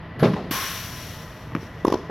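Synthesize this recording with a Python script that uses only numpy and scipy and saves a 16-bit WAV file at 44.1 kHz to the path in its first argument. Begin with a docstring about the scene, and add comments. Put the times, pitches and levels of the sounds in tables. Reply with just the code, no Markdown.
"""A ball machine hums on an outdoor tennis court, over a steady distant rumble.
A ball squeaks into the tube and fires with a hollow pop (0.23 s) that rings the tube and housing.
The shot echoes off the fence, then a valve lets out air in a long fading hiss (from 0.51 s).
A ball bounces nearby (1.55 s), and the valve gives a last faint whistle.
Finally, the next balls knock about in the plastic feeder (from 1.85 s)."""
import sys
import numpy as np
from scipy import signal
from scipy.fft import rfft, irfft
from scipy.io import wavfile

SR = 44100
rng = np.random.default_rng(int(sys.argv[2]) if len(sys.argv) > 2 else 0)


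def digitize_waveform(pressure):
    """Quantize a signal to 16-bit integers and store it at the path in sys.argv[1].

    Rows of a 2-D input are taken as channels; values are limited to [-1, 1].
    """
    field = np.atleast_2d(pressure).T
    bounded = np.clip(field, -1, 1)
    quanta = np.round(bounded * 32767).astype(np.int16)
    wavfile.write(sys.argv[1], SR, quanta)


N = 92610
T = np.arange(N) / SR
FREQS_HZ = np.fft.rfftfreq(N, 1 / SR)


def amp(db):
    """Turns decibels into a number to multiply a sound by."""
    return 10 ** (np.asarray(db) / 20)


def unit(x):
    """Scales a sound to an average (rms) level of 1."""
    return x / np.sqrt(np.mean(x ** 2) + 1e-20)


def look_up(table, hz):
    """Reads a table at any pitch, sliding smoothly between its rows."""
    pitches, values = np.transpose(table)
    return np.interp(np.log(hz + 1), np.log(pitches + 1), values)


def colour(x, table):
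    """Turns each pitch up or down by a table of pitch_hz, gain_db."""
    return irfft(rfft(x) * amp(look_up(table, FREQS_HZ)), N)


def noise(table):
    """Noise at level 1; the table only sets how strong the pitches are next to each other."""
    return unit(colour(rng.standard_normal(N), table))


def band(hz, width_hz):
    """Noise gathered around one pitch: the narrower, the more like a tone."""
    peak = 1 / (1 + (2 * (FREQS_HZ - hz) / width_hz) ** 2)
    return unit(irfft(rfft(rng.standard_normal(N)) * peak, N))


def burst(start_s, rise_s, fade_s, hold_s=0):
    """A loudness shape: rise, hold, die away. Here and below, fade_s is the time to drop 60 dB."""
    fading_for = np.maximum(T - start_s - rise_s - hold_s, 0)
    return np.clip((T - start_s) / rise_s, 0, 1) * 1000. ** (-fading_for / fade_s)


def ring(start_s, hz, fade_s):
    """One dying tone of something that has been struck."""
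    age = np.maximum(T - start_s, 0)
    return np.sin(2 * np.pi * hz * age) * 1000. ** (-age / fade_s)


def push(at_s, hz):
    """A single push of air with a dip on either side; a higher pitch makes it shorter."""
    distance = (np.pi * hz * (T - at_s)) ** 2
    return (1 - 2 * distance) * np.exp(-distance)


def fade(x, start_s, table):
    """Lets each pitch die at its own speed, by a table of pitch_hz, fade_s."""
    hz, times, slices = signal.stft(x, SR, nperseg=256)
    gain = 1000. ** (-np.maximum(times - start_s, 0) / look_up(table, hz)[:, None])
    return signal.istft(slices * gain, SR, nperseg=256)[1][:N]


def waver(depth_db, rate_hz):
    """A random wobble in loudness, mostly slower than rate_hz."""
    return amp(depth_db * band(0, 2 * rate_hz))


# The distant rumble and the distant hiss. Columns: pitch_hz, relative_db
RUMBLE = [(12, -57), (20, -20.5), (81, -0.5), (166, -8.5), (228, -9.5), (436, -18.5), (484, -17.5),
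          (573, -17), (623, -12), (784, -23.5), (1070, -20), (1170, -19), (3000, -29), (3900, -54),
          (6600, -120)]
FAR_HISS = [(900, 3), (1500, -5), (1950, 9.5), (2250, -26), (3200, -6), (5000, -16.5), (8500, -46),
            (11500, -29), (16000, -52)]
# The motor's tones. Columns: pitch_hz, level_db
MOTOR_TONES = [(78, -53), (117, -47), (160, -47), (463, -58), (635, -63.5), (877, -60.5), (1012, -55.5),
               (1965, -58)]


def background():
    """The motor hums in wavering tones over a steady distant rumble and hiss."""
    hum = sum(amp(db) * band(hz, width_hz=12.2) for hz, db in MOTOR_TONES)
    return amp(-39.5) * noise(RUMBLE) + amp(-48.5) * noise(FAR_HISS) + hum


# How long the court's echo lasts. Columns: pitch_hz, fade_s
COURT_FADE = [(150, 0.71), (1000, 0.5), (5000, 0.83), (12000, 0.39)]


def court_echo(x):
    """The fence and walls send a sound back as many thin, scattered echoes."""
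    echoes_per_s, build_s = 2000, 0.0052
    echoes = rng.standard_normal(N) * (rng.random(N) < echoes_per_s / SR)
    tail = fade(echoes * np.clip(T / build_s, 0, 1), 0, COURT_FADE)
    return signal.fftconvolve(x, tail / np.linalg.norm(tail))[:N]


# Felt rubbing on plastic. Columns: pitch_hz, relative_db
FELT_SCUFF = [(500, 5.5), (1300, 2), (2200, -6.5), (2900, -6.5), (3400, -3), (4200, -10), (5800, -5),
              (8500, -31), (11500, -15.5), (13500, -33), (15500, -51)]
# Knocks in the feeder; ring_db and scuff_db count from the thud's level.
# Columns: start_s, level_db, thud_hz, ring_hz, ring_db, scuff_db, scuff_treble_db
FEEDER_KNOCKS = [(1.8500, -4.5, 380, 1043, -7.5, -23.5, 9), (1.8675, -38, 410, 990, -13, 2, 8),
                 (1.8713, -16, 403, 950, -8, -22, -6), (1.8806, -5, 335, 900, -13.5, -21, -1),
                 (1.9017, -17.5, 388, 780, -10, -21, 0), (1.9241, -8, 395, 1030, -6.5, -18, 2.5),
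                 (1.9360, -20.5, 420, 960, -3, -20, -4), (1.942, -8, 380, 920, -13, -18, -5),
                 (1.9560, -16, 407, 630, -20, -30, -3), (2.0975, -19.5, 436, 1080, -2.5, -28, 0)]


def feeder_knocks():
    """Balls hit the feeder with a thud, a short plastic ring and a scuff, and roll between knocks."""
    scuff = noise(FELT_SCUFF)
    rolling = burst(1.865, rise_s=0.0071, fade_s=0.48, hold_s=0.057)
    out = amp(-42.5) * scuff * rolling * waver(depth_db=2.0, rate_hz=125)
    for at, db, thud_hz, ring_hz, ring_db, scuff_db, treble_db in FEEDER_KNOCKS:
        ring_start = at + 0.001594
        ring_shape = burst(ring_start, rise_s=0.0004, fade_s=0.014, hold_s=0.0019)
        plastic = amp(ring_db) * np.sin(2 * np.pi * ring_hz * (T - ring_start)) * ring_shape
        shell = amp(-11.5) * ring(at + 0.00097, hz=380, fade_s=0.023)
        rub = colour(scuff, [(4680, 0), (9220, treble_db)])
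        felt = amp(scuff_db) * rub * burst(at - 0.003, rise_s=0.006, fade_s=0.007)
        out += amp(db) * (plastic + shell + felt - push(at, thud_hz))
    return out


# Ball bounces and thumps of the housing. Columns: start_s, thump_db, thump_hz, relative_click_db
THUMPS = [(.2430, -11, 510, -29), (.3370, -19.5, 213, -19), (0.3421, -27, 248, -17),
          (.5112, -16.5, 250, -47), (1.5206, -29.5, 254, -28.5), (1.5513, -14.5, 230, -11),
          (1.5547, -25, 450, -23), (1.5639, -23, 356, -21), (1.5700, -25, 260, -45),
          (1.6287, -26.5, 296, -41)]
# The tone of the click on contact. Columns: pitch_hz, gain_db
CONTACT_CLICK = [(200, -15), (550, -7), (800, 1), (1050, 13.5), (1350, 5), (1600, 3), (2500, -1),
                 (3400, -10.5), (4200, -22), (5500, -16), (8500, -46), (11500, -23), (15000, -46)]


def bounces_and_thumps():
    """Each hit is a click, then a soft low push as the ball flattens and springs back."""
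    thumps, clicks = np.zeros(N), np.zeros(N)
    for at, db, hz, click_db in THUMPS:
        flatten_s = at + 0.0017
        spring_back = amp(-11) * push(flatten_s + 0.5 / hz, hz)
        thumps += amp(db) * (spring_back - push(flatten_s, hz))
        tick = 5 * (np.arange(N) == round(at * SR))
        fizz = 0.35 * rng.standard_normal(N) * burst(at, rise_s=0.0002, fade_s=0.018)
        clicks += amp(click_db) * (tick + fizz)
    return thumps + colour(clicks, CONTACT_CLICK)


# The escaping air, and the sharp spit as the valve opens. Columns: pitch_hz, relative_db
VENT_HISS = [(410, -10.5), (700, -12), (819, -8.5), (1020, 0.5), (1310, -2), (1500, -1.5), (2050, -4.5),
             (2220, -4.5), (2630, -7), (2880, -4.5), (4990, -12), (5690, -12), (8420, -21), (12200, -10),
             (13900, -15.5), (16000, -22)]
VALVE_SPIT = [(5000, -20), (9000, -38), (11800, 20), (14000, -10), (16000, -12)]
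# Extra shaping that mainly thins the bass of the hiss. Columns: pitch_hz, gain_db
VENT_TONE = [(60, -28), (300, -2), (700, 2), (1000, -2), (16000, -1)]
# How long the hiss lasts. Columns: pitch_hz, fade_s
VENT_FADE = [(500, 0.84), (1200, 1.42), (3000, 2.1), (5700, 2.31), (9000, 1.93), (15000, 1.8)]
# The pitches at which the vent whistles. Columns: pitch_hz, width_hz, level_db, fade_s
VENT_WHISTLES = [(1079, 41, -31.5, 0.77), (5683, 160, -38.5, 2.14), (5880, 160, -39.5, 1.5)]
# The air leaves unevenly, above or below its steady fade. Columns: time_s, gain_db
VENT_SURGES = [(.52, -0.5), (.8, -0.5), (.92, -1.5), (1.02, 0.5), (1.14, 1.5), (1.28, -2), (1.42, -1),
               (1.54, -5), (1.63, 7.5), (1.71, 1.5), (1.8, 4.5), (2.05, 7)]


def air_vent():
    """A valve spits open; the hiss swells, then fades with the pressure. One quick echo colours it."""
    start_s, snap_s, swell_s, echo_s = 0.5085, 0.0022, 0.041, 0.00969
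    age = np.maximum(T - start_s, 0)
    opening = np.clip(age / snap_s, 0, 1) * (1 - 0.15 * np.exp(-age / swell_s))
    hiss = amp(-23.5) * fade(colour(noise(VENT_HISS), VENT_TONE), start_s, VENT_FADE) * opening
    whistles = sum(amp(db) * band(hz, width_hz) * burst(start_s, swell_s, fade_s)
                   for hz, width_hz, db, fade_s in VENT_WHISTLES)
    spit = amp(-33.5) * noise(VALVE_SPIT) * burst(start_s, snap_s, fade_s=0.067)
    surges = amp(np.interp(T, *np.transpose(VENT_SURGES)))
    air = (hiss + whistles + spit) * waver(depth_db=0.35, rate_hz=45) * surges
    echo = amp(-13.5) * np.pad(air, (round(echo_s * SR), 0))[:N]
    return air + echo


def closing_whistle():
    """The valve whistles faintly once more as it closes."""
    return amp(-59.5) * band(5720, width_hz=190) * burst(1.585, rise_s=0.05, fade_s=0.3)


# The noisy parts of the shot. Columns: pitch_hz, relative_db
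HOUSING_SHUDDER = [(60, -24), (130, 3.5), (220, -10), (500, -14), (1200, -31), (4000, -75)]  # the housing shakes as pressure builds
BALL_SQUEAK = [(300, -7), (1000, 0), (1450, 8), (1900, -1), (2800, -5.5), (4500, -8), (8500, -31),
               (10300, -26), (11100, -6), (12500, -22), (16000, -36)]  # the ball squeezes into the tube
AIR_BLAST = [(60, -35), (150, 10.5), (450, -0.5), (700, -12), (1000, -11), (2000, -18), (4000, -26),
             (5500, -32.5), (8500, -52), (11300, -45), (13500, -52), (15000, -77)]  # air bursts out with the ball
BLAST_TAIL = [(60, -30), (140, 0), (350, -3), (700, -13), (1100, -19.5), (2000, -29.5), (4000, -28),
              (5500, -36), (8500, -55), (11300, -47.5), (13500, -55), (15000, -75)]  # the low rush that lingers
FENCE_SLAP = [(100, -25), (400, -3), (750, 7), (1100, -2.5), (1400, -10), (3000, -17), (7000, -35),
              (12000, -69)]  # the shot comes back off the fence
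# How long the blast lasts; its bass outlasts its treble. Columns: pitch_hz, fade_s
BLAST_FADE = [(180, 0.21), (400, 0.11), (700, 0.15), (1500, 0.17), (4000, 0.088), (12000, .15)]
# The ringing tones of the tube and housing. Columns: pitch_hz, level_db, fade_s
TUBE_TONES = [(119.7, -27, 0.83), (158, -23, 0.44), (187.5, -23, 0.81), (290, -31, 0.44),
              (334.4, -22, 0.39), (415, -19.5, 0.36), (557, -20, 0.16), (633.5, -20.5, 0.27),
              (825, -22.5, 0.15), (1072, -25, 0.12), (1157, -42, 0.11), (1570, -34.5, 0.2)]


def shot():
    """The ball squeezes in, pops out in a blast of air, and leaves the tube and housing ringing."""
    pop_s, build_s, blast_hold_s = 0.2282, 0.088, 0.03
    boom_hz, boom_width_s = 168, 0.0037  # the short low swell around the pop
    since_pop = T - pop_s
    shudder = amp(-25.5) * noise(HOUSING_SHUDDER) * burst(pop_s - build_s, build_s, fade_s=0.051)
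    squeak = amp(-34) * noise(BALL_SQUEAK) * burst(0.1901, rise_s=0.0074, fade_s=0.34)
    boom = np.cos(2 * np.pi * boom_hz * since_pop) * np.exp(-(since_pop / boom_width_s) ** 2 / 2)
    pop = amp(-4) * push(pop_s, hz=380) + amp(-12) * boom
    # every second tone starts by swinging the opposite way
    tube = sum((-1) ** k * amp(db) * ring(pop_s, hz, fade_s)
               for k, (hz, db, fade_s) in enumerate(TUBE_TONES))
    blast_rise = np.clip(since_pop / 0.002, 0, 1)
    blast = amp(-13.5) * fade(noise(AIR_BLAST), pop_s + blast_hold_s, BLAST_FADE) * blast_rise
    tail = amp(-25.5) * noise(BLAST_TAIL) * burst(pop_s, rise_s=0.049, fade_s=0.97)
    slap = amp(-29.5) * noise(FENCE_SLAP) * burst(0.357, rise_s=0.01, fade_s=0.22)
    return shudder + squeak + pop + tube + blast + tail + slap


def scene():
    """Adds up all the sounds straight ahead, the same on the left and the right."""
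    hits = bounces_and_thumps() + feeder_knocks()
    mix = background() + shot() + hits + amp(-13.5) * court_echo(hits) + air_vent() + closing_whistle()
    return np.tile(mix, (2, 1))


# How much louder the left microphone is than the right. Columns: pitch_hz, left_minus_right_db
MIC_BALANCE = [(600, 0), (1400, .5), (2300, 0.6), (3300, 4), (4600, 8), (5800, 10), (7200, 6), (9300, -3),
               (11800, -3), (14000, 0.5), (16000, 0)]


def record(dry):
    """Two microphones hear the treble unequally; peaks stop at full scale; the highest treble is cut."""
    left_over_right = amp(look_up(MIC_BALANCE, FREQS_HZ))
    gains = 2 * np.array([left_over_right, np.ones_like(left_over_right)]) / (1 + left_over_right)
    heard = np.clip(irfft(rfft(dry) * gains, N), -1, 1)
    top_hz = 16000
    treble_cut = signal.firwin(511, top_hz, window=("kaiser", 9), fs=SR)
    return signal.oaconvolve(heard, treble_cut[None], "same")


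dry = scene()
out = record(dry)
digitize_waveform(out)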